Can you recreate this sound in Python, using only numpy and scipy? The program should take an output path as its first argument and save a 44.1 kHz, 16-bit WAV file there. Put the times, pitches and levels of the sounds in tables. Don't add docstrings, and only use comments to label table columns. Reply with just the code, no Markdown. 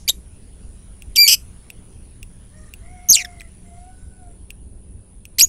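import sys
import numpy as np
from scipy import signal
from scipy.fft import rfft, irfft
from scipy.io import wavfile
from scipy.ndimage import uniform_filter1d

SR = 44100
rng = np.random.default_rng(int(sys.argv[2]) if len(sys.argv) > 2 else 0)


def transcribe(u):
    v = np.clip(np.atleast_2d(u).T, -1, 1)
    q = np.round(v * 32767).astype(np.int16)
    wavfile.write(sys.argv[1], SR, q)


def amplitude_ratio(level_db):
    exponent = np.asarray(level_db, float) / 20
    return 10 ** exponent


N = 241668


def evened(x):
    return x / np.sqrt(np.mean(x ** 2) + 1e-20)


def read(points, hz):
    f, value = np.transpose(points)
    return np.interp(np.log(hz + 1), np.log(f + 1), value)


def unroll(rows):
    s, *columns = np.transpose(rows)
    t = np.arange(s[0], s[-1], 1 / SR)
    return [np.interp(t, s, c) for c in columns]


def add(mix, s, sound):
    part = mix[round(s * SR):][:len(sound)]
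    part += sound[:len(part)]


def drift(length, hz, size=N):
    lowpass = signal.butter(4, hz, fs=SR, output="sos")
    smooth = signal.sosfilt(lowpass, rng.standard_normal(size + 2000))
    return evened(smooth[2000:])[:length]


def resonate(x, hz, width):
    turn = np.exp(2j * np.pi * hz * np.arange(len(x)) / SR)
    r = np.exp(-np.pi * width / SR)
    return 2 * (turn * signal.lfilter([1 - r], [1, -r], x / turn)).real


def resonate_twice(x, hz, width):
    return resonate(resonate(x, hz, width), hz, width)


def coloured(spectrum, patchy_db):
    a, b, patches = rng.standard_normal((N // 256 + 5, 513, 3)).T
    patches = uniform_filter1d(patches, size=10, axis=0)
    patches = evened(uniform_filter1d(patches, size=12, axis=1))
    level_db = read(spectrum, np.fft.rfftfreq(1024, 1 / SR))[:, None]
    cells = (a + 1j * b) * amplitude_ratio(level_db + patchy_db * patches)
    return evened(signal.istft(cells, nperseg=1024, noverlap=768)[1][:N])


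# freq_hz, width_hz, level_db
ENGINE_BANDS = [(181, 3.4, -57.5), (190, 72, -65), (390, 18, -69)]


def engine_hum():
    return sum(amplitude_ratio(db) * evened(resonate(rng.standard_normal(N), hz, width)) for hz, width, db in ENGINE_BANDS)


# freq_hz, level_db (per Hz)
HISS_SPECTRUM = [(500, -2.5), (1000, 0), (1500, -2), (2700, -2), (4500, -6.5), (7000, -5.5), (8600, -6),
                 (10600, -9), (11400, -18), (15500, -18)]
# time_s, level_db
HISS_LEVEL = [(0, -62), (1.55, -59), (2.2, -61.5), (3.3, -59), (4.2, -64.5), (4.7, -68), (5.3, -68),
              (5.49, -63.5)]


def far_hiss():
    return amplitude_ratio(unroll(HISS_LEVEL)[0][:N]) * coloured(HISS_SPECTRUM, patchy_db=2.5)


# freq_hz, level_db (per Hz)
WIND_SPECTRUM = [(8.8, -29), (15, 1.5), (64, 6), (81, -3.5), (135, -16), (188, -11), (292, -21), (367, -21),
                 (1000, -40), (1300, -66), (2200, -120)]


def wind():
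    mean_db, gust_db = -40.5, 1
    return amplitude_ratio(mean_db + gust_db * drift(N, 2.2)) * coloured(WIND_SPECTRUM, patchy_db=1.5)


# start_s, end_s, freq_hz, width_hz, level_db
FAINT_BANDS = [
    (-.1, 0.08, 6140, 2900, -55),
    (1, 3.11, 114.4, 6.5, -52.5),
    (4.595, 5.5, 2657, 9.4, -81),
]


def faint():
    t, out = np.arange(N) / SR, np.zeros(N)
    for start, end, hz, width, db in FAINT_BANDS:
        swell = np.sin(np.pi * np.clip((t - start) / (end - start), 0, 1))
        out += amplitude_ratio(db) * swell * evened(resonate_twice(rng.standard_normal(N), hz, width))
    return out


# pulse_rate_hz, ring_hz, width_hz, level_db
INSECT_SWARM = [(97.2, 9950, 800, 0), (95.6, 9700, 900, -3), (98.8, 10250, 800, -4), (93, 9400, 800, -9)]


def insects():
    out = np.zeros(N)
    for rate_hz, hz, width, db in INSECT_SWARM:
        turns = np.cumsum(rate_hz * (1 + 0.0033 * drift(N, 5.7))) / SR
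        bursts = (0.27 + np.exp(-(turns % 1) / .22)) * rng.standard_normal(N)
        out += amplitude_ratio(db + 1.0 * drift(N, 0.72)) * evened(resonate_twice(bursts, hz, width))
    lowpass = signal.cheby2(8, 30, 11100, fs=SR, output="sos")
    return amplitude_ratio(-56) * evened(signal.sosfilt(lowpass, out))


# time_s, pitch_hz, throat_tone_db, beak_resonance_hz
CROW_SYLLABLES = [
    [(2.52, 588, -68, 1800), (2.56, 615, -58, 1810), (2.64, 618, -63, 1597), (2.73, 604, -78, 1580)],
    [(2.82, 660, -60, 2020), (2.93, 735, -48, 2075), (3.1, 712, -51.5, 2140), (3.28, 712, -45.5, 2080),
     (3.4, 685, -58, 1950), (3.5, 661, -69, 1900)],
    [(3.63, 693, -66, 2100), (3.72, 688.7, -50.5, 2030), (3.9, 738, -50, 1526), (4.03, 745, -79, 1490),
     (4.18, 746, -65, 1490), (4.25, 720, -50, 1160), (4.31, 685, -56, 1055), (4.37, 690, -83, 1000)],
]
# beak_resonance_db, lowest_ring_db, upper_rings_db
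CROW_LEVELS = [(-60.5, -59, -76.5), (-58.5, -69.5, -78.5), (-66.5, -84.5, -77)]
# freq_hz, width_hz, level_db
CROW_HIGH_RINGS = [(5790, 270, 1), (7636, 740, 10), (14100, 500, -10.5)]


def rooster():
    beak_width_hz, edge_s, edge_fall_db = 370, 0.038, -10
    out = np.zeros(N)
    for rows, (beak_db, ring_db, upper_db) in zip(CROW_SYLLABLES, CROW_LEVELS):
        hz, tone_db, beak_hz = unroll(rows)
        t = np.arange(len(hz)) / SR

        def waver(rate_hz):
            return drift(len(hz), rate_hz, size=SR)

        edge_db = edge_fall_db * np.clip(1 - np.minimum(t, t[-1] - t) / edge_s, 0, 1)
        gains = [amplitude_ratio(tone_db)]
        for k in (2, 3):
            gains.append(amplitude_ratio(beak_db + edge_db) / (1 + ((k * hz - beak_hz) / beak_width_hz) ** 2))
        turns = np.cumsum(hz * (1 + .004 * waver(12) + .005 * waver(150))) / SR
        low = 0
        for k, gain in enumerate(gains, 1):
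            swell = 1.39 + 0.36 * k * waver(12 * k ** 2 + 20)
            low = low + gain * swell * np.cos(2 * np.pi * k * turns)
        partials = sum(np.cos(2 * np.pi * k * turns) for k in range(4, 21)) * (1 + .9 * waver(60))
        high = 0
        ringing = partials
        for (f, w, db), own_db in zip(CROW_HIGH_RINGS, (ring_db, upper_db, upper_db)):
            high = high + amplitude_ratio(db + own_db) * resonate_twice(partials, f, w)
        add(out, rows[0][0], low + amplitude_ratio(edge_db) * high)
    return out


# start_s, peak_db
AIR_PUFFS = [
    (0.0887, -44),
    (.093, -36.5),
    (1.334, -39),
    (3.112, -38.5),
]


def puffs():
    out, t, rise_s = np.zeros(N), np.arange(800) / SR, 0.0034
    for s, db in AIR_PUFFS:
        air = evened(resonate_twice(rng.standard_normal(800), 375.6, 1000))
        add(out, s, amplitude_ratio(db) * t / rise_s * np.exp(1 - t / rise_s) * air)
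    return out


# freq_hz, level_db, t60_s
BEAK_RINGS = [(3300, -11, 0.0059), (5474, 10.5, 0.0012), (6600, -6, 0.0027), (8200, -1, 0.0061),
              (11100, -11, 0.0042), (13300, -4, .003), (15500, -7.5, .003)]


def click(low_hz, upper_db):
    t = np.arange(700) / SR
    rings = [(low_hz, 0, .008)]
    rings += [(hz, db + upper_db * (hz / 12000) ** 2, t60) for hz, db, t60 in BEAK_RINGS]
    sound = sum(amplitude_ratio(db - 60 * t / t60) * np.sin(2 * np.pi * (hz * t + rng.random())) for hz, db, t60 in rings)
    sound += amplitude_ratio(upper_db - 7.5 - 60 * t / 0.0082) * np.diff(rng.standard_normal(701))
    sound *= 1 - np.exp(-t / 0.0011)
    return sound / abs(sound).max()


# freq_hz, level_db
THROAT_RESPONSE = [(800, -40.5), (1800, -16), (2390, -11.5), (3080, -6), (4000, -13), (4850, 4.5),
                   (6100, -5), (7100, -15), (7900, -0.5), (9300, -17.5), (10400, -17), (11700, -6),
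                   (13200, -13), (16500, -24)]


def note(rows, shake, beak, tilt_db, treble_db, second_db, air_db):
    hz, level_db = unroll(rows)
    size = len(hz)
    warble, throb, rough, rate_hz, phase = shake
    along = np.linspace(0, 1, size)
    flutter_hz = rate_hz * (1 + .05 * drift(size, 30, size=8000))
    flutter = np.cos(2 * np.pi * (phase + np.cumsum(flutter_hz) / SR))
    rough = np.clip(rough + 0.03 * np.maximum(level_db.max() - level_db - 7, 0), 0, 1)

    def throat(f):
        treble = treble_db / (1 + (9000 / (f + 1)) ** 8)
        top_loss_db = 14 * (f / 15500) ** 8
        return amplitude_ratio(read(THROAT_RESPONSE, f / beak) + treble - top_loss_db)

    k = np.arange(1, 15)[:, None] / 2
    half_pitch = np.where(k % 1, amplitude_ratio(-30.5) * 5 * rough, 1)
    source = amplitude_ratio(tilt_db * np.log2(k)) * half_pitch
    scale = np.sqrt(((source * throat(k * hz)) ** 2).sum(0) / 2)
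    lag = 0.083 * k ** 2
    tone = 0
    for db, swing in (0, -1), (second_db, 1):
        f = hz * (1 + swing * warble * flutter)
        turns = np.cumsum(f * (1 + .08 * rough * drift(size, 490, size=8000))) / SR
        shimmer = 1 + .7 * rough * np.array([drift(size, 510, size=8000) for _ in k])
        strength = source * throat(k * f) * (k * f < SR / 2) * shimmer
        tone = tone + amplitude_ratio(db) * (strength * np.cos(2 * np.pi * (k * turns + lag))).sum(0)
    breath = rfft(rng.standard_normal(size=8000)) * throat(np.fft.rfftfreq(8000, 1 / SR))
    air = evened(irfft(breath))[:size]
    sound = tone / scale + amplitude_ratio(air_db) * (0.041 + 3 * rough) * air
    edges = np.clip(np.minimum(along, 1 - along) * size / 40, 0, 1)
    return amplitude_ratio(level_db) * (1 - np.clip(throb, 0, 1) * flutter) * edges * sound


# time_s, pitch_hz, level_db
CHIRP_NOTES = [
    [(.0775, 2273, -27), (.08, 2325, -16), (.084, 2340, -17.5), (.0865, 2490, -20.5)],
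    [(.086, 2786, -29.5), (.0875, 3444, -12.5), (.0905, 3056, -14.5), (.0955, 3300, -14.5),
     (.0975, 3482, -24.5)],
    [(.0945, 3390, -23), (.0965, 3740, -7.5), (.1, 3895, -16), (.105, 3712, -11.5), (.109, 3597, -42.5)],
]
SCREECH_NOTES = [
    [(1.158, 3430, -26), (1.161, 3250, -16), (1.166, 2800, -16.5), (1.17, 2600, -13), (1.174, 2400, -22.5)],
    [(1.172, 2378, -18.5), (1.186, 2322, -7.5), (1.212, 2403, -8.5), (1.224, 2375, -9.5),
     (1.238, 2365, -7.5), (1.254, 2285, -13), (1.264, 2250, -21.5)],
    [(1.263, 2240, -30), (1.267, 2360, -9.5), (1.272, 2205, -15.5), (1.276, 2298, -28)],
    [(1.2755, 2770, -22.5), (1.278, 2830, -8.5), (1.31, 2670, -12.5), (1.331, 2815, -10),
     (1.347, 2740, -13.5), (1.356, 2770, -40)],
]
FALL_NOTES = [
    [(3.086, 5495, -21.5), (3.092, 6587, -18), (3.098, 6375, -5.5), (3.107, 5497, -7.5), (3.115, 6545, -7),
     (3.124, 6357, -8), (3.128, 5815, -13)],
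    [(3.126, 5900, -13.5), (3.131, 4806, -11.5), (3.145, 4334, -11), (3.154, 3526, -9), (3.16, 3050, -15.5),
     (3.165, 2750, -26)],
    [(3.161, 2870, -28), (3.169, 2462, -18.5), (3.18, 2852, -23), (3.205, 2252, -25.5), (3.224, 2026, -29),
     (3.229, 1926, -49.5)],
    [(3.245, 2014, -45.5), (3.249, 1836, -25.5), (3.259, 1590, -40.5)],
]
RISE_NOTES = [
    [(5.383, 2178, -36.5), (5.387, 2081, -13), (5.39, 3197, -22.5), (5.3925, 2281, -13),
     (5.3965, 3370, -12), (5.399, 4434, -8.5), (5.4018, 3715, -11.5), (5.404, 4410, -7),
     (5.407, 4062, -24.5)],
    [(5.406, 2514, -25.5), (5.409, 2580, -8), (5.412, 2332, -3.5), (5.419, 3240, -19.5)],
    [(5.417, 4727, -14), (5.42, 5630, -7.5), (5.426, 5820, -9), (5.431, 6774, -7.5), (5.44, 6600, -6.5),
     (5.444, 6700, -20.5)],
    [(5.441, 6650, -17.5), (5.444, 6750, -12), (5.448, 6850, -14), (5.453, 6700, -24), (5.458, 6600, -52)],
]
# beak_opening_factor, source_tilt_db (per octave), treble_db, second_membrane_db, air_noise_db
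WHISTLE = (1.02, -3, 3.5, -44.5, -27.5)
PIP = (.86, -2.5, 3, -39, -14.5)
RASP = (1.0, -1, 4, -8, -20)
SQUEAL = (0.83, -4.5, 7.5, -41.5, -19)
SLIDE = (1.56, -1.5, -15.5, -13, -11.5)
MURMUR = (1.2, -14.5, 2.5, -17.5, -12.5)
SWEEP = (1.0, -2, 7.5, -53, -14)
PEEP = (1.1, -15.5, 20, -32, -14.5)
CHIRR = (1.0, 0, 2.5, -9, -7)
NOTE_VOICINGS = [WHISTLE, CHIRR, PIP,
                 CHIRR, WHISTLE, PIP, RASP,
                 SQUEAL, SLIDE, MURMUR, PEEP,
                 SWEEP, SWEEP, SQUEAL, SQUEAL]
# warble (share of pitch), throb (0-1), roughness (0-1), flutter_hz, flutter_phase (turns)
NOTE_SHAKE = [(.003, 0.3, 0.2, 220, .09), (0.081, .35, 0.3, 290, 0.064), (0.0013, 0, 0.1, 620, .09),
              (.11, 0.3, .2, 190, 0.11), (0.001003, .05, 0.02, 69, .1), (0.0056, .2, 0, 210, .3),
              (.125, 0.2, 0.3, 176, 0.011), (.017, .5, .04, 195, 0.97), (.08, .25, .18, 160, .49),
              (0.093, 0, 0.2, 110, .99), (.01, 0.3, 0.1, 240, 0.59), (0.014, 0.4, 0.3, 160, 0.051),
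              (0.0016, .2, .25, 150, 0.059), (.005, .3, .05, 270, .94), (0.00087, .05, 0.06, 200, 0.086)]
# start_s, peak_db, lowest_ring_hz, treble_db
BEAK_CLICKS = [(1.0216, -26.5, 2645, -2), (1.702, -21.5, 2620, -2.5), (2.2293, -24, 2640, 0.5),
               (2.7377, -21, 2666, -1.5), (4.5047, -22, 2640, -2), (5.2535, -23.5, 2612, 0),
               (3.3989, -33, 4010, -12.5), (3.4072, -26, 2450, -10), (3.4164, -29, 2003, -11),
               (1.155, -28, 3180, -17)]
# delay_s, level_db
CAGE_ECHOES = [(.0025, -15.5), (.0036, -20), (.0058, -27), (.0075, -18.5)]
# freq_hz, t60_s
YARD_DECAY = [(1500, .3), (4000, 0.12), (8000, 0.26), (14000, 0.21)]


def parrot():
    bird = np.zeros(N)
    calls = CHIRP_NOTES + SCREECH_NOTES + FALL_NOTES + RISE_NOTES
    for rows, shake, voicing in zip(calls, NOTE_SHAKE, NOTE_VOICINGS):
        add(bird, rows[0][0], note(rows, shake, *voicing))
    for s, peak_db, hz, upper_db in BEAK_CLICKS:
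        add(bird, s, amplitude_ratio(peak_db) * click(hz, upper_db))
    hz, t, z = signal.stft(rng.standard_normal(SR // 2), SR, nperseg=256)
    tail = signal.istft(z * amplitude_ratio(-60 * t / read(YARD_DECAY, hz)[:, None]), SR, nperseg=256)[1]
    space = np.r_[np.zeros(200), amplitude_ratio(-25) * tail / np.linalg.norm(tail)]
    space[0] = 1
    for delay, db in CAGE_ECHOES:
        space[round(delay * SR)] += amplitude_ratio(db)
    bird = signal.sosfilt(signal.butter(2, 250, "high", fs=SR, output="sos"), bird)
    return signal.fftconvolve(bird, space)[:N]


def scene():
    background = engine_hum() + far_hiss() + wind() + faint() + insects() + rooster()
    return (background + puffs() + parrot())[None]


def top_cut(x):
    return signal.sosfilt(signal.butter(12, 15880, fs=SR, output="sos"), x)


def record(dry):
    lopsided = signal.sosfilt(signal.butter(2, 150, "high", fs=SR, output="sos"), dry ** 2)
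    full = np.clip(dry + amplitude_ratio(-39.5) * lopsided, -1, 1)
    edge = signal.firwin(301, 15800, window=("kaiser", 9), fs=SR)
    return top_cut(signal.oaconvolve(full, edge[None], "same"))


dry = scene()
out = record(dry)
transcribe(out)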